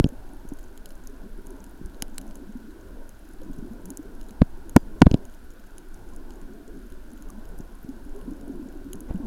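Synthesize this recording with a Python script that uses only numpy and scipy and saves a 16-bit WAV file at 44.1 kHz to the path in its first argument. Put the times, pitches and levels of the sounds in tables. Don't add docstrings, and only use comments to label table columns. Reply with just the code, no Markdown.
import sys
import numpy as np
from scipy import signal
from scipy.io import wavfile
from scipy.ndimage import uniform_filter1d

SR = 44100
rng = np.random.default_rng(int(sys.argv[2]) if len(sys.argv) > 2 else 0)


def to_linear_factor(level_db):
    exponent = np.asarray(level_db, float) / 20
    return 10 ** exponent


def put_to_file(sound):
    columns = np.atleast_2d(sound).T
    safe = np.clip(columns, -1, 1)
    whole_steps = np.round(safe * 32767)
    wavfile.write(sys.argv[1], SR, whole_steps.astype(np.int16))


N = 408366


def evened(x):
    return x / np.sqrt(np.mean(x ** 2) + 1e-20)


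def add(mix, s, sound):
    part = mix[round(s * SR):][:len(sound)]
    part += sound[:len(part)]


def bumps():
    # t/s, blow/dB, fall width/ms,
    # side struck (+1 or -1), and for some a slow lean just before/dB
    shell_blows = [(-.003, 13.5, 0.88, 1, -26), (.0081, -10, 1.5, 1), (.045, -5.5, 0.63, 1),
                   (.057, -14, 0.79, 1), (0.064, -13, 0.65, 1), (.452, -33, 0.45, 1), (.521, -30, 0.44, -1),
                   (1.814, -31, 0.65, 1), (1.853, -29, 3.2, 1), (2.0251, -25, 0.29, 1),
                   (3.589, -29, 0.68, 1), (4.4135, -19, 5, -1), (4.4193, 4.7, 0.73, 1, -13),
                   (4.4236, -12.5, 1.33, 1), (4.431, -16, 1.8, 1, -23.5), (4.7634, -7, 1.3, -1),
                   (4.76492, 22.5, 0.37, 1, -12), (4.7772, -13, 0.58, 1, -25),
                   (5.0184, 26.7, 0.43, 1, -9.2), (5.0191, 22.6, 0.35, -1, -7.2),
                   (5.0283, -5.4, 1.5, 1, -9.8), (5.032, -11, 1.1, -1), (5.0626, -9.7, 2.5, 1),
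                   (5.0682, 5.7, 0.63, -1, -13.4), (5.0766, -7.6, 1.84, 1, -10.7), (5.1137, -18.6, 0.6, 1),
                   (5.1159, -9.5, 0.69, 1), (5.138, -19, .8, -1), (5.1441, -2, 0.58, 1, -16),
                   (5.151, -18, 1.34, 1), (7.602, -29, 0.52, 1), (7.847, -32.5, 0.72, 1),
                   (8.9458, -30, 0.52, -1), (9.1106, -20.5, 0.49, -1, -20), (9.147, -22, 0.72, 1)]
    # f/Hz, level/dB, time to fall by 60 dB/s
    shell_modes = [(292, -7, 0.015), (76, -21.5, 0.032)]
    straight = 1.02
    lean_s, lean_ms = 0.0017, 3
    light_db, rebound_s = -24, 0.0018
    front = 0.7

    # time in s, size, fall width in ms; first the random nudges of the water
    pushes = []
    for s, size, soft in rng.random((200, 3)):
        pushes.append((s * N / SR, 0.022 * (size - 0.5) ** 3, 1.6 + 2.4 * soft))
    for s, blow_db, ms, side, *lean_db in shell_blows:
        side = np.sign(side)
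        for db in lean_db:
            pushes.append((s - lean_s, side * to_linear_factor(db), lean_ms))
        pushes.append((s, -side * to_linear_factor(blow_db), ms))
        if blow_db < light_db and ms < 1:
            pushes.append((s + rebound_s, side * to_linear_factor(blow_db), ms))

    t = np.arange(-SR // 20, N) / SR
    push = np.zeros(len(t))
    for s, size, ms in pushes:
        near = slice(*np.searchsorted(t, [s - 0.02, s + 0.02]))
        width = max(ms, 0.05) / 1000 * np.where(t[near] < s, front, 1)
        push[near] += size * np.exp(-0.5 * ((t[near] - s) / width) ** 2)

    out = straight * push
    for hz, db, t60 in shell_modes:
        step = 2 * np.pi * hz / SR
        r = to_linear_factor(-60 / (t60 * SR))
        ring = signal.lfilter([0, step * np.sin(step)], [1, -2 * r * np.cos(step), r * r], push)
        out += to_linear_factor(db) * ring
    return out[-N:]


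def crackles():
    # t/s, level of the peaked part at the start/dB, decay/ms, peak f/Hz
    short_crackles = [(0.0421, -26, 1.1, 3300), (2.1815, -29, 1.4, 10000), (4.4181, -24, 0.35, 2500),
                      (5.0587, -43, 2.2, 2400), (5.067, -36.5, .5, 3300), (5.1133, -30, 1.3, 3400),
                      (5.1411, -29, 1.5, 3300)]
    low_hz = 800
    sharpness, broad_db = 3, -5.5
    t = np.arange(600) / SR
    out = np.zeros(N)
    for s, db, ms, hz in short_crackles:
        burst = rng.standard_normal(len(t)) * np.exp(-t * 1000 / ms)
        broad = signal.lfilter(*signal.butter(2, [low_hz, 2 * hz], 'band', fs=SR), burst)
        peaked = signal.lfilter(*signal.iirpeak(hz, sharpness, fs=SR), broad)
        both = evened(peaked) + to_linear_factor(broad_db) * evened(broad)
        shorter = np.sqrt(ms * SR / 2000 / len(t))
        add(out, s, to_linear_factor(db) * both * shorter)
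    return out


def scrape():
    # t/s, rms level at the height of the stroke/dB, half length/s, top f/Hz
    s, db, half, hz = (9.105, -40, .016, 500)
    grit = signal.lfilter(*signal.butter(2, hz, fs=SR), rng.standard_normal(N))
    stroke = np.exp(-0.5 * ((np.arange(N) / SR - s) / half) ** 2)
    return to_linear_factor(db) * evened(grit) * stroke


def fitting():
    # f/Hz, level/dB, time to fall by 60 dB/s
    metal_modes = [(3340, 5, 0.047), (4840, -12, 0.28), (6000, -5, 0.092), (7160, -2, 0.081)]
    tick_s, crack_db, ring_db = 4.76423, -3.5, -48
    t = np.arange(SR // 5) / SR
    ring = np.zeros(len(t))
    for hz, db, t60 in metal_modes:
        ring += to_linear_factor(db - 60 * t / t60) * np.sin(2 * np.pi * hz * t)
    crack = -np.exp(-t / 0.00007) * np.cos(2 * np.pi * 8000 * t)
    out = np.zeros(N)
    add(out, tick_s, to_linear_factor(ring_db) * ring + to_linear_factor(crack_db) * crack)
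    return out


def snap(dull_db, ms, vary_db):
    # f/Hz, width/Hz, level/dB
    port_modes = [(1090, 270, 0.5), (1650, 370, 5), (2200, 600, 1.5), (3000, 380, 11), (4000, 420, 8),
                  (5040, 800, 8), (6550, 1500, 10.5), (10400, 2100, 12), (11940, 600, 6.5),
                  (14500, 2600, 0.5)]
    dull_hz = 5500
    t = np.arange(1200) / SR
    fade = np.exp(-(t * 1000 / ms) ** 2) + to_linear_factor(-16.5) * np.exp(-t / 0.0034)
    burst = rng.standard_normal(len(t)) * fade
    out = np.zeros(len(t))
    for (hz, width, db), vary in zip(port_modes, rng.standard_normal(len(port_modes))):
        r = np.exp(-np.pi * width / SR)
        mode = [1, 0, -1, 1, -2 * r * np.cos(2 * np.pi * hz / SR), r * r]
        ring = signal.sosfilt([mode] * (1 + (hz > dull_hz)), burst)
        share = to_linear_factor(db + vary_db * vary + (hz < dull_hz) * dull_db)
        out += share * ring / np.linalg.norm(ring) * np.sqrt(width)
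    return out / abs(out).max()


def shrimp():
    # t/s, peak level/dB, port modes under 5.5 kHz against their usual share/dB
    near_snaps = [(0.0885, -36, -3), (0.488, -35.5, -30), (0.5355, -37.5, -30), (0.7755, -35, 3),
                  (0.8573, -30, 1), (0.905, -40, 8), (1.0715, -31, -35), (1.4681, -36.5, -9),
                  (1.5051, -38, -25), (1.6405, -35, -5), (1.859, -36.5, -30), (2.022, -10.5, 4),
                  (2.1808, -24, 16), (2.213, -35, -4), (2.3094, -41, 12), (2.3546, -35, -9),
                  (3.0916, -35.5, -16), (3.855, -32, -7), (3.903, -25, -12), (3.9714, -22, -16),
                  (4.212, -37, 5), (4.307, -38, -2), (4.694, -29, -6), (5.252, -38, -2), (5.781, -30.5, -4),
                  (5.943, -39, -35), (6.162, -37, -17), (6.3056, -39, 21), (6.9213, -41, 3),
                  (7.2227, -37, -4), (7.302, -30.5, -40), (7.5876, -38, -20), (8.9312, -23, -0.5),
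                  (8.9547, -40, -20), (9.005, -30.5, -31)]
    near_vary_db, far_vary_db = -1.5, 7
    far_db, far_spread_db, far_dull_db = -55.5, 13.5, -11
    out = np.zeros(N)
    for s, db, dull_db in near_snaps:
        add(out, s + 0.0008, to_linear_factor(db) * snap(dull_db, 0.63, near_vary_db))
    for s, size, dull in rng.random((400, 3)):
        level = to_linear_factor(far_db + far_spread_db * size ** 2)
        add(out, s * N / SR, level * snap(far_dull_db * dull, 0.43, far_vary_db))
    return out


def control(size, order):
    # t/s, churning near the housing/dB, escaping air/dB
    water_motion = [(0.12, -56, -73), (0.58, -56.5, -56), (0.72, -59.5, -53.5), (1.44, -57, -48.5),
                    (1.87, -58.5, -48), (2.26, -56.5, -46.5), (2.68, -60.5, -47), (2.76, -56, -50),
                    (3.06, -57.5, -54), (3.2, -61, -57), (3.45, -56, -45), (4.47, -56.5, -52),
                    (5.21, -54, -48), (5.36, -59, -56), (5.89, -61.5, -55), (5.95, -55.5, -58),
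                    (6.39, -56.5, -48.5), (6.52, -61, -47), (7.5, -55.5, -49.5), (7.82, -59, -51.5),
                    (8.15, -55, -47), (8.5, -56, -41), (9.08, -57, -45.5), (9.26, -52.5, -39)]
    rows = np.transpose(water_motion)
    return np.interp(np.linspace(0, N / SR, size), rows[0], rows[order])


def churn(size):
    level_db = control(size, order=1)
    return level_db - level_db.mean()


def bubble(hz, t60, rise):
    t60 = np.clip(t60, 0.015, 0.4)
    t = np.arange(0, t60, 1 / SR)
    turns = hz * (t * (1 - rise / 2) + rise * t ** 2 / t60)
    soft_start = 1 - np.exp(-t / 0.0014)
    return np.sin(2 * np.pi * turns) * soft_start * to_linear_factor(-60 * (t / t60) ** 1.8)


def gurgle():
    # t/s, level/dB, f/Hz
    loud_bubbles = [(0.122, -33, 257), (0.517, -31.5, 288), (2.416, -33.5, 275), (2.491, -32, 216),
                    (2.553, -27, 247), (3.415, -38, 514), (3.496, -28, 271), (3.623, -30, 227),
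                    (3.71, -31, 230), (3.911, -32.5, 278), (3.992, -29, 298), (7.295, -44, 1166),
                    (7.377, -35, 227), (7.888, -27, 268), (8.277, -25, 262), (8.315, -27.5, 300),
                    (8.476, -31, 278), (8.496, -25.5, 269), (8.595, -30, 294), (8.657, -30, 262),
                    (8.862, -30, 282), (9.148, -22, 188), (9.2, -27.5, 275)]
    loud_t60_s, loud_rise = 0.051, 0.078
    faint = np.zeros(N)
    for s, pitch, length, strength, rise in rng.random((1400, 5)):
        offset = 2 * pitch - 1
        hz = 280 * 1.55 ** (offset * abs(offset) ** 0.5)
        t60 = 0.037 + 0.119 * length ** 2
        add(faint, s * N / SR, to_linear_factor(12.5 * strength ** 2) * bubble(hz, t60, 0.3 * rise))
    out = to_linear_factor(control(N, order=2)) * evened(faint)
    for s, db, hz in loud_bubbles:
        add(out, s, to_linear_factor(db) * bubble(hz, loud_t60_s * (270 / hz) ** 0.5, loud_rise))
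    return out


def noise(points, size, swing_db, patchy_db):
    frames, hz = 4 * N // size + 5, np.fft.rfftfreq(size, 1 / SR)
    a, b, patches = rng.standard_normal((frames, len(hz), 3)).T
    patches = uniform_filter1d(patches, size=4, axis=0)
    patches = evened(uniform_filter1d(patches, size=22, axis=1))
    f, db = np.transpose(points)
    shape_db = np.interp(np.log(hz + 1), np.log(f + 1), db, left=-80)[:, None]
    patch_db = patchy_db * (hz < 1100)[:, None] * patches
    z = (a + 1j * b) * to_linear_factor(shape_db + patch_db + swing_db(hz, frames))
    return signal.istft(z, nperseg=size, noverlap=3 * size // 4)[1][:N]


def surge():
    # f/Hz, relative level per Hz/dB
    swell_shape = [(8, 10), (16, 10.5), (30, 3), (55, -7.5), (100, -21.5), (140, -44), (250, -56.5)]
    level_db, follows = -36.5, 0.85
    rumble = noise(swell_shape, size=8192, swing_db=lambda hz, n: 0, patchy_db=0.5)
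    return to_linear_factor(level_db + follows * churn(N)) * evened(rumble)


def wash():
    # f/Hz, relative level per Hz/dB
    wash_shape = [(80, -2.5), (160, -10.5), (290, -1.5), (430, -7), (560, -9.5), (660, -9.5), (790, -15),
                  (960, -12.5), (1230, -20.5), (1490, -10.5), (1750, -21), (2020, -27), (4000, -29),
                  (7900, -34), (10700, -31.5), (16000, -34)]
    level_db, follows = -50.5, 1.25

    def swing_db(hz, n):
        return follows * np.outer(hz < 1100, churn(n))

    return to_linear_factor(level_db) * evened(noise(wash_shape, size=1024, swing_db=swing_db, patchy_db=2.8))


def scene():
    on_the_shell = bumps() + crackles() + scrape() + fitting()
    water = shrimp() + gurgle() + surge() + wash()
    return (on_the_shell + water)[None]


def top_cut(x):
    return signal.sosfilt(signal.butter(12, 16620, fs=SR, output="sos"), x)


def record(dry):
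    clipped = np.clip(dry, -0.78, 0.78)
    softened = signal.sosfilt(signal.butter(4, 15500, fs=SR, output='sos'), clipped)
    coupled = signal.lfilter([1, -1], [1, -np.exp(-2 * np.pi * 11 / SR)], softened)
    return top_cut(coupled)


dry = scene()
out = record(dry)
put_to_file(out)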